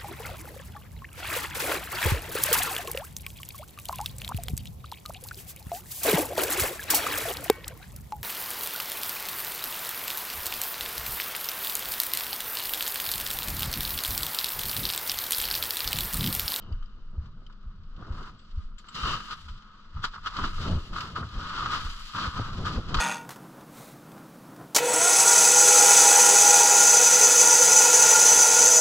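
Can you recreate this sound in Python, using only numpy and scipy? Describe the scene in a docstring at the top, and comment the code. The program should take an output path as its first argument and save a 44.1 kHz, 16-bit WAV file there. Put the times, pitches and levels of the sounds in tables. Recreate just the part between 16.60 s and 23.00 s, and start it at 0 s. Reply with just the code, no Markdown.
"""Spiked boots crunch on snow and ice in a narrow slot of a glacier, heard from a camera on the walker's chest.
The crunch is brittle fracture: a dense train of impulses from snapping grains, with single cracks and ticks.
It echoes briefly between the ice walls and is coloured by the housing's two ports; metal links clink.
Heartbeat, strap rub, thuds, jolts and sway reach both capsules through the mount as structure-borne bass,
over the faint low noise of the slot."""
import sys
import numpy as np
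from scipy import signal
from scipy.fft import rfft, irfft, next_fast_len
from scipy.io import wavfile
from scipy.ndimage import uniform_filter1d

SR = 44100
rng = np.random.default_rng(int(sys.argv[2]) if len(sys.argv) > 2 else 0)


def int16_out(signal):
    """Quantize to a 16-bit WAV file."""
    q = np.round(np.clip(np.atleast_2d(signal).T, -1, 1) * 32767)
    wavfile.write(sys.argv[1], SR, q.astype(np.int16))


N = 282328
T = np.arange(N) / SR

# boots and poles crushing or dragging through ice grains:
# t/s at full pressure, rise/s, hold/s, fall/s, body level/dB, crisp/dB re body, sizzle/dB re body
CRUNCHES = [(.66, .2, 0, 0.077, -56.5, -8.5, -45), (1.429, 0.16, 0.22, 0.15, -50, -12, -50),
            (1.566, 0.11, 0.13, 0.039, -50, -7, -29), (2.189, 0.016, 0, .05, -58, 5.5, -14),
            (2.292, 0.092, 0, .1, -54, -3, -26), (2.353, 0.02, 0.046, 0.38, -42, 1.5, -22),
            (2.468, 0.13, 0.072, 0.099, -31, -4.5, -29), (2.729, .12, 0.0011, 0.024, -36, -6, -31),
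            (3.362, 0.033, 0.041, 0.092, -49, -10, -55), (3.439, .02, 0.012, 0.037, -32, -4, -30),
            (3.55, 0.067, 0, 0.053, -46, -2.5, -48), (3.661, 0.037, 0.011, 0.068, -35.5, -8, -35),
            (3.801, 0.19, 0.051, 0.1, -34.5, -6.5, -32.5), (4.017, 0.075, 0.056, 0.19, -40, -2, -29),
            (4.371, .08, 0.071, .13, -38.5, -5, -28), (4.56, 0.018, 0.015, 0.084, -36.5, -9, -33),
            (4.76, 0.067, 0.057, 0.81, -52.5, 2, -26), (4.96, 0.35, 0.15, 0.12, -34, -6.5, -41),
            (5.122, 0.046, 0.029, 0.13, -29, -6, -30), (5.26, .1, 0.025, 0.14, -46.5, 4.5, -13),
            (5.571, 0.068, 0.086, 0.11, -32, -5.5, -42), (5.76, 0.072, 0, 0.45, -36.5, -7, -45),
            (6.061, 0.041, 0.017, 0.063, -29.5, -7, -32), (6.137, .05, 0.027, 0.11, -42.5, -3.5, -32),
            (6.31, 0.15, 0.0049, 0.068, -42, -3, -40), (6.35, 0.016, 0.012, 0.042, -34.5, -6, -24),
            (6.395, .05, 0, .05, -40, 0, -20)]
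# faint rustle of grains between the steps: t/s, body level/dB, crisp level/dB, sizzle level/dB
GRAIN_RUSTLE = [(0, -57, -65, -105), (.48, -66.5, -71.5, -104), (.84, -66, -72.5, -105),
                (1.09, -62, -71.5, -107), (1.26, -66, -71, -105), (1.75, -65.5, -66.5, -100),
                (2.01, -58, -62.5, -86), (2.14, -65, -76, -106), (2.65, -57, -53.5, -68),
                (2.78, -53.5, -54, -72), (2.9, -59.5, -57.5, -77), (3.06, -54, -64.5, -100),
                (3.33, -60, -65, -101), (3.6, -72, -69, -87), (3.93, -48.5, -48.5, -67),
                (4.25, -55.5, -53.5, -70.5), (4.6, -74, -58.5, -78.5), (5.4, -48.5, -47, -60.5),
                (6, -65, -49.5, -71), (6.4, -57, -59, -75)]
# spikes biting and crust breaking: t/s, level/dB, treble/dB re level, body t60/s
CRUST_CRACKS = [(.2246, -46, -30, 0.014), (.8972, -43, -13, 0.032), (2.2422, -40, -10, 0.024),
                (2.2842, -41, -11, .022), (2.358, -27.5, -5, 0.048), (2.4348, -19.5, -16, .035),
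                (2.7076, -34, 7.5, 0.017), (2.781, -38, -16, 0.038), (2.8825, -37.5, -5, 0.059),
                (3.3694, -36.5, -19, .033), (3.427, -38, -7, .027), (3.441, -15, -7, 0.025),
                (3.5366, -29.5, -23, 0.018), (3.5588, -32.5, -16, 0.012), (3.5779, -30, -39, 0.031),
                (3.6597, -24.5, -1, 0.021), (3.669, -23, -5.5, 0.025), (3.7659, -28, 6.5, 0.013),
                (3.7881, -22.5, -26, 0.014), (3.8381, -18.5, -12, 0.058), (3.9812, -31.5, -31, 0.033),
                (4.0585, -34, -17, 0.02), (4.3309, -30.5, -1, 0.019), (4.3613, -22, -8, 0.029),
                (4.3808, -24.5, -15, 0.017), (4.4308, -37, -10, 0.035), (4.562, -18, -33, 0.034),
                (4.581, -31, -7, 0.027), (4.6269, -25, -26, .027), (4.736, -34, -5, .03),
                (5.025, -19.5, -30, 0.02), (5.1222, -29, -6, 0.028), (5.2648, -29.5, -16, 0.023),
                (5.5486, -22.5, -19, 0.022), (5.9816, -47, 9, .028), (6.0526, -24, -5, .024),
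                (6.308, -30, -24, 0.025), (6.344, -15.5, -13, .024), (6.3677, -22, -4, 0.041),
                (6.3865, -19, -9, 0.019), (6.3954, -20.5, -14, 0.043)]
# small hard ticks of gear and ice chips: t/s, level/dB
CHIP_TICKS = [(0.0213, -45.5), (0.124, -44), (.2254, -49), (.258, -52), (0.659, -52), (0.865, -46),
              (0.9252, -49.5), (1.0096, -56), (1.233, -53), (1.3637, -48), (1.7942, -46), (1.912, -50),
              (1.983, -54), (2.182, -39.5), (2.2852, -38), (2.3455, -32), (3.0217, -45), (4.4061, -21.5),
              (4.557, -34), (6.343, -14), (6.3954, -23)]
# sound from straight ahead rings a port cavity near 3 kHz: t/s, level/dB re crisp
CAVITY_RING = [(0, 2), (1.2, -26), (1.6, -16), (2, -27), (2.5, -0.5), (3, -49), (3.6, -34), (4.2, -13),
               (5, -39), (6.4, -41)]
# bands of body, crisp, sizzle and cavity ring: lower f/Hz, upper f/Hz
CRUNCH_BANDS = [(40, 2000), (2000, 8200), (8200, 20000), (2650, 3450)]
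# frequency responses of the housing's ports: f/Hz, gain/dB
LEFT_PORT_GAIN = [(700, -13), (1000, -2), (1220, 11), (1450, 4), (1900, -9), (2050, -16), (2400, -9),
                  (3000, -2), (3800, -6), (4900, -11.5), (5600, -16.5), (7600, -22.5), (8500, -36),
                  (12000, -35), (15000, -48)]
RIGHT_PORT_GAIN = [(700, -22.5), (1000, 2), (1280, 10.5), (1500, 0.5), (1900, -11), (2100, -10),
                   (2500, -15.5), (3100, -9.5), (3500, -6), (4000, -8.5), (4700, -5.5), (6200, -24.5),
                   (8100, -45.5), (10000, -44), (12500, -48), (15000, -68.5)]
# metal links ringing: t/s, level/dB, f/Hz, t60/s
LINK_MODES = [(.124, -46, 4760, 0.02), (.259, -51, 4900, 0.016), (0.865, -44, 3100, 0.025),
              (1.785, -73, 7700, 0.23), (1.822, -67, 4730, 0.092), (2.184, -47.5, 7270, 0.047),
              (2.286, -49, 7600, 0.065), (4.405, -61, 12000, 0.13)]
# heartbeats: t/s, level/dB, thump f/Hz, after-swing/dB re thump
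HEARTBEATS = [(0.121, -24, 72.5, 0.5), (0.583, -23, 69, -9.5), (1.067, -31.5, 54.6, 0.5),
              (1.506, -25, 70, -10), (1.977, -23.5, 69.6, -7), (2.431, -25, 48.7, -6), (2.9, -32, 60, 1.5),
              (3.359, -28.5, 65.5, -2.5), (3.828, -37, 64, -9), (4.297, -34.5, 50, 5),
              (4.775, -26.5, 52.4, -13), (5.25, -27.5, 62, -3), (5.676, -25, 70, -32),
              (6.172, -25.5, 62.7, -1.5)]
# jolts of the mount: t/s, level/dB, f/Hz, t60/s
MOUNT_JOLTS = [(4.133, -25.5, 70, 0.26), (4.585, -30, 112, 0.18), (5.797, -20, 105, 0.12)]
# strap and jacket rubbing on the mount: t/s at full pressure, rise/s, hold/s, fall/s, level/dB
STRAP_RUBS = [(.02, .05, 0.089, .08, -51), (.36, 0.12, 0.054, 0.16, -60.5), (.53, .03, 0.15, .05, -56.5),
              (.78, 0.053, 0, 0.28, -55.5), (1.41, 0.1, 0.2, 0.24, -44.5), (1.69, .1, .02, .05, -57),
              (2.35, 0.0084, 0.013, .3, -44), (2.45, 0.09, .1, .09, -38), (2.73, 0.049, 0, 0.057, -53),
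              (3.38, .04, 0, .06, -51), (3.79, 0.042, 0.049, .1, -35.5), (4.01, 0.065, 0.0084, 0.064, -37),
              (4.06, 0.039, .07, 0.12, -30), (4.39, 0.23, 0, 0.11, -39.5), (4.6, 0.27, 0.038, 0.047, -37.5),
              (4.76, 0.093, 0.13, .15, -44), (5.03, 0.25, 0.091, 0.23, -38), (5.28, 0.092, 0, 0.094, -59),
              (5.55, 0.013, 0.13, 0.057, -39), (5.79, 0.064, 0.032, 0.017, -32.5),
              (5.87, .05, .1, .1, -42.5), (5.99, 0.023, .2, 0.047, -34.5), (6.35, 0.15, 0, .1, -30)]
# dull thuds of the harness: t/s, hold/s, level/dB
HARNESS_THUDS = [(.1, 0.087, -48.5), (0.552, 0.095, -41.5), (0.666, 0.081, -47), (1.032, 0.36, -52),
                 (1.406, 0.18, -51), (1.75, 0.011, -60), (2.42, .1, -66), (2.775, 0.18, -51),
                 (3.393, 0, -36.5), (3.553, 0.14, -51.5), (3.92, 0.034, -40.5), (4.003, 0.035, -35),
                 (4.13, 0, -24.5), (4.28, 0.38, -50.5), (4.577, 0.07, -41), (4.75, 0.054, -42.5),
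                 (5.04, 0, -46), (5.22, 0.048, -43.5), (5.72, 0.03, -51), (5.804, 0.16, -40.5),
                 (5.99, 0.12, -37), (6.24, 0.025, -44), (6.39, 0, -45)]
# deep rumble as the chest sways: t/s, level/dB
CHEST_SWAY = [(0, -37.5), (.5, -43.5), (1.3, -43), (1.7, -38.5), (1.8, -55.5), (2.05, -29), (2.3, -57.5),
              (2.6, -46.5), (3.2, -53.5), (3.75, -38.5), (3.96, -31), (4.06, -41), (4.13, -30), (4.28, -48),
              (4.65, -53), (4.76, -34), (5.1, -44.5), (5.3, -33.5), (5.55, -50), (5.8, -48), (5.97, -32.5),
              (6.05, -52.5), (6.4, -25)]
# noise spectra of rub, sway, thuds and the quiet slot: f/Hz, relative spectral density/dB
RUB_SPECTRUM = [(150, 3.5), (250, -3), (400, -9.5), (600, -14), (850, -17.5), (1100, -12.5), (2000, -74),
                (6000, -100)]
SWAY_SPECTRUM = [(12, -9), (22, 3), (45, -14.5), (75, -23), (130, -36), (300, -98), (1000, -120)]
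THUD_SPECTRUM = [(40, -45), (75, 3.5), (110, -5), (170, -10), (260, -31.5), (600, -103), (2000, -110)]
SLOT_SPECTRUM = [(60, -22), (130, -10), (180, -8), (210, 0), (240, -12), (360, -20), (700, -29),
                 (1200, -50), (4000, -110)]

CRACK_SNAP_S, TICK_SNAP, TICK_T60_S = 0.13, 2.6, 0.019  # snaps weight the impulse against its burst
BODY_FLOOR_DB, CRISP_FLOOR_DB, CRISP_FLOOR_HZ = -80.5, -73, 5000
PLACES = 6  # spots on the floor, each with its own echo pattern
WALL_T60_S, WALL_DB, WALL_SHARED_HZ = 0.039, 1, 1560
PORT_TURN_HZ, PORT_TURN_WIDTH_HZ = 1990, 313  # around here the left port swings against the right
RECOIL_DELAY_S, RECOIL_RISE_S, RECOIL_FALL_S, RECOIL_DB = 0.099, 0.09, 0.11, -13
THUD_RISE_S, THUD_FALL_S, THUD_REST_DB, RUB_REST_DB = 0.071, 0.081, -68.5, -88
SLOT_DB, CUTOFF_HZ = -61, 15700


def footsteps():
    """Brittle fracture excites four parts, not yet band-limited: body, crisp, sizzle and cavity ring."""
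    body_db, crisp_db, sizzle_db = crunch_levels()
    coarse = grains(per_s=6000, spread_db=2, flicker_hz=70, flicker_db=-1)
    fine = unit(grains(per_s=8000, spread_db=2, flicker_hz=60, flicker_db=1.5) + 0.34 * coarse)
    body = coarse * amp(body_db) + amp(BODY_FLOOR_DB) * rng.standard_normal(N)
    crisp = fine * amp(crisp_db)
    crisp += amp(CRISP_FLOOR_DB) * butterworth(rng.standard_normal(N), CRISP_FLOOR_HZ, "low")
    sizzle = fine * amp(sizzle_db)
    burst = rng.standard_normal(N) / 2  # peaks stand about twice above the rms
    for t, db, treble_db, t60 in CRUST_CRACKS:
        # the crust gives with a dull snap; the splinters build up just after it
        body += amp(db) * burst * decay(t, t60)
        body[int(t * SR)] += amp(db) * CRACK_SNAP_S / t60  # the shorter the crack, the harder its snap
        crisp += amp(db + treble_db) * burst * (decay(t, 2.2 * t60) - decay(t, 0.005))
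    for t, db in CHIP_TICKS:
        crisp += amp(db) * burst * decay(t, TICK_T60_S)
        crisp[int(t * SR)] += amp(db) * TICK_SNAP
    cavity = crisp * amp(np.interp(T, *np.transpose(CAVITY_RING)))
    return body, crisp, sizzle, cavity


def grains(per_s, spread_db, flicker_hz, flicker_db):
    """Shot noise: crystals snap one by one in uneven flurries, a few far louder than the rest."""
    snaps = rng.random(N) < per_s / SR
    size_db = spread_db * rng.exponential(size=N)
    impulses = snaps * rng.standard_normal(N)
    return unit(impulses * amp(size_db + flicker_db * flicker(flicker_hz)))


def crunch_levels():
    """Steps and rustle add in power, giving the body, crisp and sizzle levels in dB."""
    times, *rustle_db = np.transpose(GRAIN_RUSTLE)
    *timing, body_db, crisp_re_body, sizzle_re_body = np.transpose(CRUNCHES)
    return [swells(zip(*timing, body_db + offset_db), np.interp(T, times, rest_db))
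            for offset_db, rest_db in zip((0, crisp_re_body, sizzle_re_body), rustle_db)]


def airborne_crunch():
    """Convolution: each part of the footsteps passes through its band of the paths, at unit power gain."""
    parts = footsteps()
    place_of_sample = rng.integers(PLACES, size=N)
    size = next_fast_len(N + SR // 4)
    spectrum = 0
    for place in range(PLACES):
        path = housing_ports(wall_echoes())
        for part, edges_hz in zip(parts, CRUNCH_BANDS):
            band = butterworth(path, edges_hz, "band")
            band /= np.sqrt(np.sum(band ** 2) / 2)
            spectrum += rfft(part * (place_of_sample == place), size) * rfft(band, size)
    return irfft(spectrum, size)[:, :N]


def wall_echoes():
    """Stereo impulse response: direct sound, then diffuse reflections, coherent at low frequencies."""
    t = np.arange(SR // 8) / SR
    shared = butterworth(rng.standard_normal(len(t)), WALL_SHARED_HZ, "low")
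    separate = butterworth(rng.standard_normal((2, len(t))), WALL_SHARED_HZ, "high")
    response = (shared + separate) * np.exp(-np.log(1000) * t / WALL_T60_S) * (t > .002)
    response *= amp(WALL_DB) / np.sqrt(np.sum(response ** 2) / 2)
    response[:, 0] += 1  # direct sound
    return response


def housing_ports(pair):
    """Each port filters with its own resonances; an all-pass turns the phase of the left one."""
    pole = np.exp((2j * PORT_TURN_HZ - PORT_TURN_WIDTH_HZ) * np.pi / SR)
    denominator = np.array([1, -2 * pole.real, abs(pole) ** 2])
    left = signal.lfilter(denominator[::-1], denominator, pair[0])
    right = np.roll(pair[1], 4)  # a four-sample delay sets the stereo phase of the crunch near 1 kHz
    ports = np.array([minimum_phase(LEFT_PORT_GAIN), minimum_phase(RIGHT_PORT_GAIN)])
    return signal.fftconvolve(np.array([left, right]), ports, axes=1)


def clinks():
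    """Each metal link rings in one damped mode, mostly caught by the brighter left port."""
    ring = sum(amp(db) * (decay(t, t60) - decay(t, 0.0053)) * np.sin(2 * np.pi * hz * (T - t))
               for t, db, hz, t60 in LINK_MODES)
    roughness = 1 + .5 * flicker(350)
    return ring * roughness * amp([[4], [-8]])


def heartbeat():
    """Each beat is a Gaussian tone pulse, followed by a damped free swing of the chest wall."""
    beats = 0
    for t, db, hz, swing_db in HEARTBEATS:
        age = T - t
        thump = np.exp(-((age - .008) / 0.012) ** 2) * np.cos(2 * np.pi * hz * age)
        thump += 0.18 * np.exp(-((age - .004) / 0.0049) ** 2) * np.cos(2 * np.pi * 1.83 * hz * age)
        swing = decay(t + .015, t60=.32) * np.sin(2 * np.pi * 27 * (age - .015))
        beats += amp(db) * (thump + amp(swing_db) * swing)
    return beats


def jolts():
    """A knock on the mount cracks first, then its pitch drops to the mount's natural frequency."""
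    knocks = 0
    for t, db, hz, t60 in MOUNT_JOLTS:
        age = np.clip(T - t, 0, 1)
        cycles = hz * age + 0.53 * (1 - np.exp(-age / 0.00079))
        knocks += amp(db) * decay(t, t60) * np.sin(2 * np.pi * cycles)
    return knocks


def strap_rub():
    """Sliding friction of strap and jacket makes noise that swells with the pressure."""
    return mount_noise(RUB_SPECTRUM, swells(STRAP_RUBS, RUB_REST_DB), width=.16, flicker_hz=30)


def chest_sway():
    """Slow motion of the chest makes a rumble, which swells again shortly after each heartbeat."""
    recoils = [(t + RECOIL_DELAY_S, RECOIL_RISE_S, 0, RECOIL_FALL_S, db + RECOIL_DB)
               for t, db, *_ in HEARTBEATS]
    level_db = swells(recoils, np.interp(T, *np.transpose(CHEST_SWAY)))
    return mount_noise(SWAY_SPECTRUM, level_db, width=.12, flicker_hz=10)


def harness_thuds():
    """Soft impacts of the harness give bursts of low-frequency noise."""
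    thuds = [(t, THUD_RISE_S, hold, THUD_FALL_S, db) for t, hold, db in HARNESS_THUDS]
    return mount_noise(THUD_SPECTRUM, swells(thuds, THUD_REST_DB), width=.06, flicker_hz=20)


def mount_noise(spectrum, level_db, width, flicker_hz):
    """Structure-borne noise is nearly coherent at the two capsules; its level flickers."""
    return stereo_noise(spectrum, width) * amp(level_db + 2.5 * flicker(flicker_hz))


def quiet_slot():
    """The background is stationary noise with a spectral peak near 210 Hz."""
    return amp(SLOT_DB) * stereo_noise(SLOT_SPECTRUM, width=.15)


def swells(rows, rest_db):
    """Power sum in dB of a resting level and swells (t, rise, hold, fall, dB); each slope spans 20 dB."""
    grid = T[::SR // 1000]
    power = amp(2 * np.interp(grid, T, np.broadcast_to(rest_db, N)))
    for t, rise, hold, fall, db in rows:
        before = np.clip(t - grid, 0, None) / max(rise, .01)
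        after = np.clip(grid - t - hold, 0, None) / max(fall, .01)
        power += amp(2 * (db - 20 * (before + after)))
    return np.interp(T, grid, 10 * np.log10(power))


def decay(start, t60):
    """Exponential damping: the envelope jumps to 1 at start and falls 60 dB in t60."""
    envelope, first = np.zeros(N), int(np.ceil(start * SR))
    span = slice(first, first + SR // 2)
    envelope[span] = np.exp(-np.log(1000) * (T[span] - start) / t60)
    return envelope


def flicker(rate_hz):
    """Random modulation: Gaussian values drawn at rate_hz and joined by ramps."""
    hold = int(SR / rate_hz)
    return uniform_filter1d(np.repeat(rng.standard_normal(N // hold + 1), hold), hold)[:N]


def stereo_noise(spectrum, width):
    """Two independent noises of one spectrum: mid in phase at rms 1, side in antiphase at rms width."""
    mid, side = (unit(irfft(rfft(rng.standard_normal(N)) * bin_gains(spectrum, N), N)) for _ in range(2))
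    return mid + width * side * np.array([[1], [-1]])


def minimum_phase(spectrum, size=2048):
    """Folding the cepstrum onto positive time gives the minimum-phase impulse response."""
    cepstrum = irfft(np.log(bin_gains(spectrum, size)), size)
    cepstrum[1:size // 2] *= 2
    cepstrum[size // 2 + 1:] = 0
    return irfft(np.exp(rfft(cepstrum)), size)[:size // 2]


def bin_gains(spectrum, size):
    """Amplitude at each FFT bin, from (f/Hz, level/dB) points joined on a log-frequency axis."""
    hz, db = np.transpose(spectrum)
    return amp(np.interp(np.log(np.fft.rfftfreq(size, 1 / SR) + 1), np.log(hz), db))


def butterworth(x, hz, kind):
    return signal.sosfilt(signal.butter(4, hz, kind, fs=SR, output="sos"), x)


def amp(db):
    return 10 ** (np.asarray(db) / 20)


def unit(x):
    return x / np.sqrt(np.mean(x ** 2))


def scene():
    """Superposition of airborne sound, structure-borne sound and background; the bass leans just left."""
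    background = quiet_slot()
    airborne = airborne_crunch() + clinks()
    structure_borne = jolts() + heartbeat() + strap_rub() + chest_sway() + harness_thuds()
    return airborne + (structure_borne + background) * amp([[.3], [-.3]])


def record(dry):
    """The camera limits the bandwidth with a steep elliptic low-pass."""
    return signal.sosfilt(signal.ellip(8, .2, 70, CUTOFF_HZ, fs=SR, output="sos"), dry)


dry = scene()
out = record(dry)
int16_out(out)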